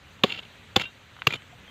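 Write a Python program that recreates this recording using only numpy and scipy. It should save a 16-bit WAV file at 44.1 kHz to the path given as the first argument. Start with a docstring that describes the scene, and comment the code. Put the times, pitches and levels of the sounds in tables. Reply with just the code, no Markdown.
"""Quiet outdoor hiss and a small pebble tick come first; then a hoe chops three times into dry garden soil.
Each chop is a noise crunch, a damped clank summed from the steel's modes, and a late thud of swelling low tones.
Grit then scrapes along the blade as it is pulled out: grains and noise, coloured as soil and ringing the steel.
Clods snag in short bursts, single taps ring the blade, and pebbles tick as tiny snaps with gritty tails."""
import sys
import numpy as np
from scipy import signal
from scipy.io import wavfile
from scipy.ndimage import uniform_filter1d

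SR = 44100
rng = np.random.default_rng(int(sys.argv[2]) if len(sys.argv) > 2 else 0)


def wav_record(signal):
    """Record a signal, one row per channel, as 16-bit PCM in the file named by sys.argv[1]."""
    frames = np.transpose(np.atleast_2d(signal))
    bounded = np.clip(frames, -1, 1)
    # unit amplitude maps onto the largest positive 16-bit level
    quanta = np.round(bounded * 32767).astype(np.int16)
    wavfile.write(sys.argv[1], SR, quanta)


N = 74970  # length in samples


def gain_of(db):
    """Decibels to an amplitude factor."""
    return 10 ** (np.asarray(db) / 20)


def evened(x):
    """Scale a signal to rms 1."""
    return x / np.sqrt(np.mean(x ** 2) + 1e-20)


def read(points, hz):
    """Read a spectrum table along a logarithmic frequency axis."""
    f, value = np.transpose(points)
    return np.interp(np.log(hz + 1), np.log(f + 1), value)


def add(mix, s, sound):
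    """Lay a sound into the mix at s seconds, cut at the end of the mix."""
    part = mix[round(s * SR):][:len(sound)]
    part += sound[:len(part)]


def colour(x, points):
    """Minimum-phase filter with the given spectral shape; white noise keeps its level."""
    hz = abs(np.fft.fftfreq(4096, 1 / SR))
    log_gain = np.log(gain_of(np.maximum(read(points, hz), -100)))
    # The Hilbert transform of the log gain supplies the causal phase
    taps = np.fft.ifft(np.exp(np.conj(signal.hilbert(log_gain)))).real[:2048]
    return signal.oaconvolve(x, taps / np.linalg.norm(taps))[:len(x)]


# Spectral shape of the outdoor hiss: f/Hz, relative density/dB
AIR_SPECTRUM = [(150, -32.5), (250, -9.5), (420, -2), (700, -5.5), (1000, -5), (1900, -3), (2850, -3.5),
                (4000, -8), (4700, -16.5), (5300, -22.5), (6000, -17), (7200, -18.5), (8500, -23.5),
                (10000, -32.5), (11400, -27.5), (12500, -33.5), (13600, -25), (14600, -31), (15600, -42),
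                (16400, -56)]
# Spectral shape of the low rumble: f/Hz, relative density/dB
RUMBLE_SPECTRUM = [(12, -56), (20, -23), (22, -21), (35, -17), (91, -2), (204, -9.5), (300, -18),
                   (390, -48), (660, -120)]
# Background drift: t/s, hiss level/dB, rumble level/dB
AIR_DRIFT = [(0.0, -56, -56), (0.132, -52, -54.5), (0.298, -59, -52.5), (0.468, -52, -54.5),
             (0.576, -52.5, -56), (1.022, -54.5, -57), (1.254, -53, -56), (1.452, -53.5, -55),
             (1.7, -53.5, -53)]


def air():
    """Outdoor bed: noise with patches drifting in time and pitch, over a lumpy rumble."""
    frames = N // 128 + 5
    real, imag, patches = rng.standard_normal((frames, 257, 3)).T
    patches = uniform_filter1d(patches, size=8, axis=0)  # across frequency
    patches = evened(uniform_filter1d(patches, size=12, axis=1))  # across time
    patchy = (real + 1j * imag) * gain_of(1.5 * patches)
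    hush = signal.istft(patchy, nperseg=512, noverlap=384)[1][:N]
    hiss = evened(colour(hush, AIR_SPECTRUM))

    # The last point holds the spectrum at -72 dB above 500 Hz
    rumble = evened(colour(rng.standard_normal(N), RUMBLE_SPECTRUM + [(500, -72)]))
    s, hiss_db, rumble_db = np.transpose(AIR_DRIFT)
    t = np.arange(N) / SR
    return gain_of(np.interp(t, s, rumble_db)) * rumble + gain_of(np.interp(t, s, hiss_db)) * hiss


def thump(hz, db, swell):
    """Dull tone that swells to its peak in swell seconds, then dies away."""
    t = np.arange(6000) / SR
    return gain_of(db) * t / swell * np.exp(1 - t / swell) * np.sin(2 * np.pi * hz * t)


# Faint short tones nearby: t/s, f/Hz, level/dB, swell time/s
FAINT_TONES = [(1.19, 3050, -48, 0.0043), (1.364, 3020, -46, 0.0092), (1.527, 708, -45.5, .005),
               (1.674, 3185, -49.5, 0.011)]


def pings():
    """Faint pips, each a single tone that swells and fades."""
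    out = np.zeros(N)
    for s, hz, db, swell in FAINT_TONES:
        add(out, s, thump(hz, db, swell))
    return out


# Pebbles and crumbs tick: t/s, level before the band-pass/dB, f/Hz
PEBBLES = [(.194, -36.5, 2000), (1.1658, -33, 1300), (1.189, -34, 1300), (1.2197, -15, 2580),
           (1.4211, -31.5, 2800), (1.649, -37, 1920), (1.679, -36.5, 1480)]
# Band kept of the ticks: low edge f/Hz, high edge f/Hz
PEBBLE_BAND = [570, 3590]
SNAP_DECAY_CYCLES, TICK_TAIL_DB, TICK_TAIL_T60_S = 0.27, -8.5, 0.03


def ticks():
    """Pebble ticks: a heavily damped sine snap with a short noise tail, band-passed."""
    out, t = np.zeros(N), np.arange(2000) / SR
    for s, db, hz in PEBBLES:
        snap = np.sin(2 * np.pi * hz * t) * t * hz * np.exp(-t * hz / SNAP_DECAY_CYCLES)
        tail = gain_of(TICK_TAIL_DB - 60 * t / TICK_TAIL_T60_S) * rng.standard_normal(len(t))
        add(out, s, gain_of(db) * (snap / abs(snap).max() + tail))
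    return signal.sosfilt(signal.butter(6, PEBBLE_BAND, "band", fs=SR, output="sos"), out)


# Modes of the free steel blade: f/Hz, level/dB, t60/s
BLADE_MODES = [(1550, -2.5, 0.11), (2100, -6.5, 0.014), (2422, -1, 0.047), (2773, 3.5, 0.14),
               (2985, 2, .025), (3170, -10, 0.28), (3474, 4, 0.019), (3632, -7, 0.16), (3770, -8.5, 0.31),
               (4280, -6, 0.016), (4960, -17, 0.015), (5200, -16, 0.028), (6840, -21, 0.059),
               (11160, -30, 0.043)]
FOCUS_OCT = 0.2  # how far from its centre a blow reaches: modes this far off are 6.9 dB down


def blade(centre_hz, damp_s, focus=FOCUS_OCT, rise=0.00019):
    """Ring of the steel after one tap, strongest near centre_hz; soil contact shortens it; energy 1."""
    t = np.arange(8000) / SR
    ring = np.zeros(len(t))
    for hz, db, t60 in BLADE_MODES:
        off_centre_db = -6.9 * (np.log2(hz / centre_hz) / focus) ** 2
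        decay_db = -60 * t * (1 / t60 + 1 / max(damp_s, .004))  # own loss plus soil loss
        ring += gain_of(db + off_centre_db + decay_db) * np.sin(2 * np.pi * hz * t)
    ring = ring * (1 - np.exp(-(t / rise) ** 2))
    return ring / np.linalg.norm(ring)


# Stones and hard clods knock the blade: t/s, level/dB, centre f/Hz, reach/octaves, soil-contact t60/s
KNOCKS = [(.2985, -36, 3000, 0.18, .03), (.322, -24.5, 2980, 0.097, .02), (.3225, -29.5, 4350, 0.081, .03),
          (.39, -30, 3100, .15, .03), (.815, -39, 5200, .1, 0.039), (.836, -38, 2760, 0.13, 0.11),
          (.853, -29, 2600, .9, 0.81), (1.306, -30, 2130, 0.091, .05), (1.325, -26, 2330, 0.067, 0.059),
          (1.335, -24, 2380, 0.12, .08), (1.336, -27.5, 3450, .12, 0.057), (1.3365, -43.5, 7060, .1, 0.25),
          (1.337, -59, 11200, .1, .1), (1.354, -57, 11200, .1, 0.092)]


def flicks():
    """Single soft-edged taps on the blade; lighter soil contact lets it ring longer."""
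    out = np.zeros(N)
    for s, db, hz, reach, damp_s in KNOCKS:
        ring = blade(hz, damp_s, focus=reach, rise=0.0017)
        add(out, s, gain_of(db) * ring / abs(ring).max())
    return out


GRAINS_PER_S, GRAIN_SPREAD_DB = 3000, 4.5


def grains(count):
    """Dense random clicks of uneven size, as of many grains striking; rms 1."""
    hit = rng.random(count) < GRAINS_PER_S / SR
    strength = rng.standard_normal(count)
    boost = gain_of(GRAIN_SPREAD_DB * np.minimum(rng.exponential(1, count), 4))
    return evened(strength * hit * boost)


# Spectral shape of soil rubbing: f/Hz, relative density/dB
SOIL_SPECTRUM = [(59, -54), (100, -1.5), (826, -9), (959, -5), (1110, -15), (1320, -5.5), (1860, -13),
                 (2300, -5), (2560, -21.5), (3040, 0), (3920, -10.5), (4360, -11.5), (5880, -26.5),
                 (7120, -18.5), (7760, -33), (11900, -39.5), (14100, -34), (15400, -39), (16400, -65)]
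# Clods catch on the edge: t/s, level/dB, length/s, centre f/Hz, soil share/dB
CLODS = [(0.297, -30.5, 0.018, 2730, -8), (.32, -25.5, 0.0084, 3010, -5), (0.337, -36.5, 0.021, 3100, -9.5),
         (0.365, -45, .01, 2800, -12), (.373, -40.5, 0.022, 3020, -26), (0.387, -38, 0.01, 3060, 0),
         (0.423, -51.5, 0.02, 3020, 4), (.45, -48.5, 0.0072, 3100, -0.5), (.794, -31, 0.022, 2580, 1.5),
         (0.81, -30, .017, 2760, 2), (0.833, -37.5, 0.019, 2700, -7), (1.305, -35.5, 0.0058, 2250, 3.5),
         (1.324, -34, 0.0056, 2450, 4.5), (1.335, -28.5, 0.012, 2570, -1), (1.352, -42, 0.012, 2900, 3)]
SNAG_T60_S, SNAG_FOCUS_OCT = 0.038, 0.17


def snags():
    """Each clod crumbles in a short burst of grains and noise that shakes the steel."""
    out, t = np.zeros(N), np.arange(3000) / SR
    for s, db, length, hz, soil_db in CLODS:
        burst = np.sin(np.pi * np.clip(t / length, 0, 1) ** 0.66)
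        force = (grains(len(t)) + 1.4 * rng.standard_normal(len(t))) * burst
        force = force / np.linalg.norm(force) * np.sqrt(length * SR / 2)  # energy follows length
        steel = signal.oaconvolve(force, blade(hz, SNAG_T60_S, SNAG_FOCUS_OCT))[:len(t)]
        soil = colour(force, SOIL_SPECTRUM)
        add(out, s, gain_of(db) * (steel + gain_of(soil_db) * soil))
    return out


# Pulls of the blade through soil: start t/s, end t/s, drive level at start/dB, at end/dB
BLADE_PULLS = [(.245, 0.407, -36, -48), (0.766, 0.861, -35, -47), (1.281, 1.369, -39.5, -42.5)]
PULL_FADE_S, GRIT_DB, STEEL_DB = 0.0027, 0, -7


def scrape():
    """Grit rattles past the blade during each pull: soil noise plus damped steel."""
    t, press = np.arange(N) / SR, np.zeros(N)
    for start, end, start_db, end_db in BLADE_PULLS:
        fade = np.clip(np.minimum(t - start, end - t) / PULL_FADE_S, 0, 1)
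        press += gain_of(np.interp(t, [start, end], [start_db, end_db])) * fade
    force = grains(N) * press
    steel = signal.oaconvolve(force, blade(2500, 0.014, focus=0.47))[:N]
    rub = press * (0.63 * rng.standard_normal(N)) + 0.68 * force
    return gain_of(GRIT_DB) * colour(rub, SOIL_SPECTRUM) + gain_of(STEEL_DB) * steel


# Earth and handle take the blow, one list per chop: f/Hz, level/dB, delay after chop start/s, swell time/s
THUD_TONES = [
    [(214, -13.5, 0.0032, 0.0026), (399, -16, 0.00448, 0.0035), (538, -14, 0.00409, 0.0025),
     (740, -21, 0.00291, 0.0034), (1125, -18.5, 0.00197, 0.0026)],
    [(110, -18.5, 0.0043, 0.0046), (195, -16, 0.0037, 0.0028), (352, -19, 0.00325, 0.0031),
     (512, -22, 0.00262, 0.0046), (781, -18, 0.00092, 0.0036), (1090, -19, 0.00097, 0.0029)],
    [(127, -17, 0.0033, 0.0033), (356, -24.5, 0.0043, 0.0029), (444, -20.5, 0.00393, 0.0026),
     (860, -50, 0.0025, .002), (1195, -15.5, 0.00201, .0015)],
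]


def thuds():
    """Low body of each chop: several dull tones that swell just after the edge goes in."""
    out = np.zeros(N)
    for chop, tones in zip(HOE_CHOPS, THUD_TONES):
        for hz, db, delay, swell in tones:
            add(out, chop[0] + delay, thump(hz, db, swell))
    return out


# Hoe blows: t/s, crunch level/dB, crunch half-length/s, clank delay/s, clank rise/s, soil-contact t60/s,
# clank level/dB, clank centre f/Hz, bounce delay/s, bounce level re clank/dB, crack level/dB,
# crack spectrum lift above 10 kHz/dB
HOE_CHOPS = [(0.235, -18.5, 0.0086, .0012, 0.0011, 0.014, -2.5, 3190, 0.0043, -12, -28, 9),
             (0.7593, -16, 0.0078, .0033, 0.001, .014, -4, 3280, .002, -5, -21, 5),
             (1.2679, -15.5, 0.007, .0028, 0.00059, 0.017, -4, 2630, .004, -17, -20.5, 5.5)]
# Spectral shape of the crunch: f/Hz, relative density/dB
CRUNCH_SPECTRUM = [(350, -48.5), (600, -14), (1170, -5.5), (2020, -9.5), (2670, -2), (3090, -24),
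                   (3460, -2.5), (4240, -11), (4720, -10.5), (5090, -20.5), (6000, -29.5), (7800, -33),
                   (13200, -120)]
# Spectral shape of the clank's treble: f/Hz, relative density/dB
CRACK_SPECTRUM = [(2650, -34), (4500, 3), (4750, -17), (5070, -4), (5740, -3), (7240, 3.5), (8150, -17),
                  (12100, -19.5), (14100, -11.5), (15800, -30), (16400, -55)]
CRACK_S = .002  # time constant of the crack


def chops():
    """Crunch of the edge entering, then the blade bottoms out with a clank, a bounce and a bright crack."""
    out, t = np.zeros(N), np.arange(3000) / SR
    for (s, crunch_db, half_length, delay, rise, t60, clank_db, hz,
         bounce, bounce_db, crack_db, sheen_db) in HOE_CHOPS:
        shape = np.sin(np.pi * np.clip(t / (2 * half_length), 0, 1) ** .5) ** 2
        crunch = shape * colour(rng.standard_normal(len(t)), CRUNCH_SPECTRUM)
        add(out, s, gain_of(crunch_db) * crunch)

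        clank = blade(hz, t60, rise=rise)
        clank = gain_of(clank_db) * clank / abs(clank).max()
        add(out, s + delay, clank)
        add(out, s + delay + bounce, gain_of(bounce_db) * clank)

        u = t / CRACK_S
        burst = u * np.exp(-u) + 0.17 * np.exp(-u / 3)  # main burst and a longer tail
        spectrum = [(f, db + sheen_db * (f > 1e4)) for f, db in CRACK_SPECTRUM]
        crack = burst * colour(rng.standard_normal(len(t)), spectrum)
        add(out, s + delay - CRACK_S / 2, gain_of(crack_db) * crack)
    return out


LOW_CUT_HZ = 96


def scene():
    """Low-cut hoe, pebbles and faint tones over the full-range background; one channel."""
    hoe = chops() + thuds() + pings() + scrape() + snags() + flicks() + ticks()
    hoe = signal.sosfilt(signal.butter(2, LOW_CUT_HZ, "high", fs=SR, output="sos"), hoe)
    return (air() + hoe)[None]


EDGE_HZ = 16500


def record(dry):
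    """Band limit of the recorder: a steep linear-phase low-pass."""
    taps = signal.firwin(511, EDGE_HZ, window=("kaiser", 9), fs=SR)
    return signal.oaconvolve(dry, taps[None], "same")


dry = scene()
out = record(dry)
wav_record(out)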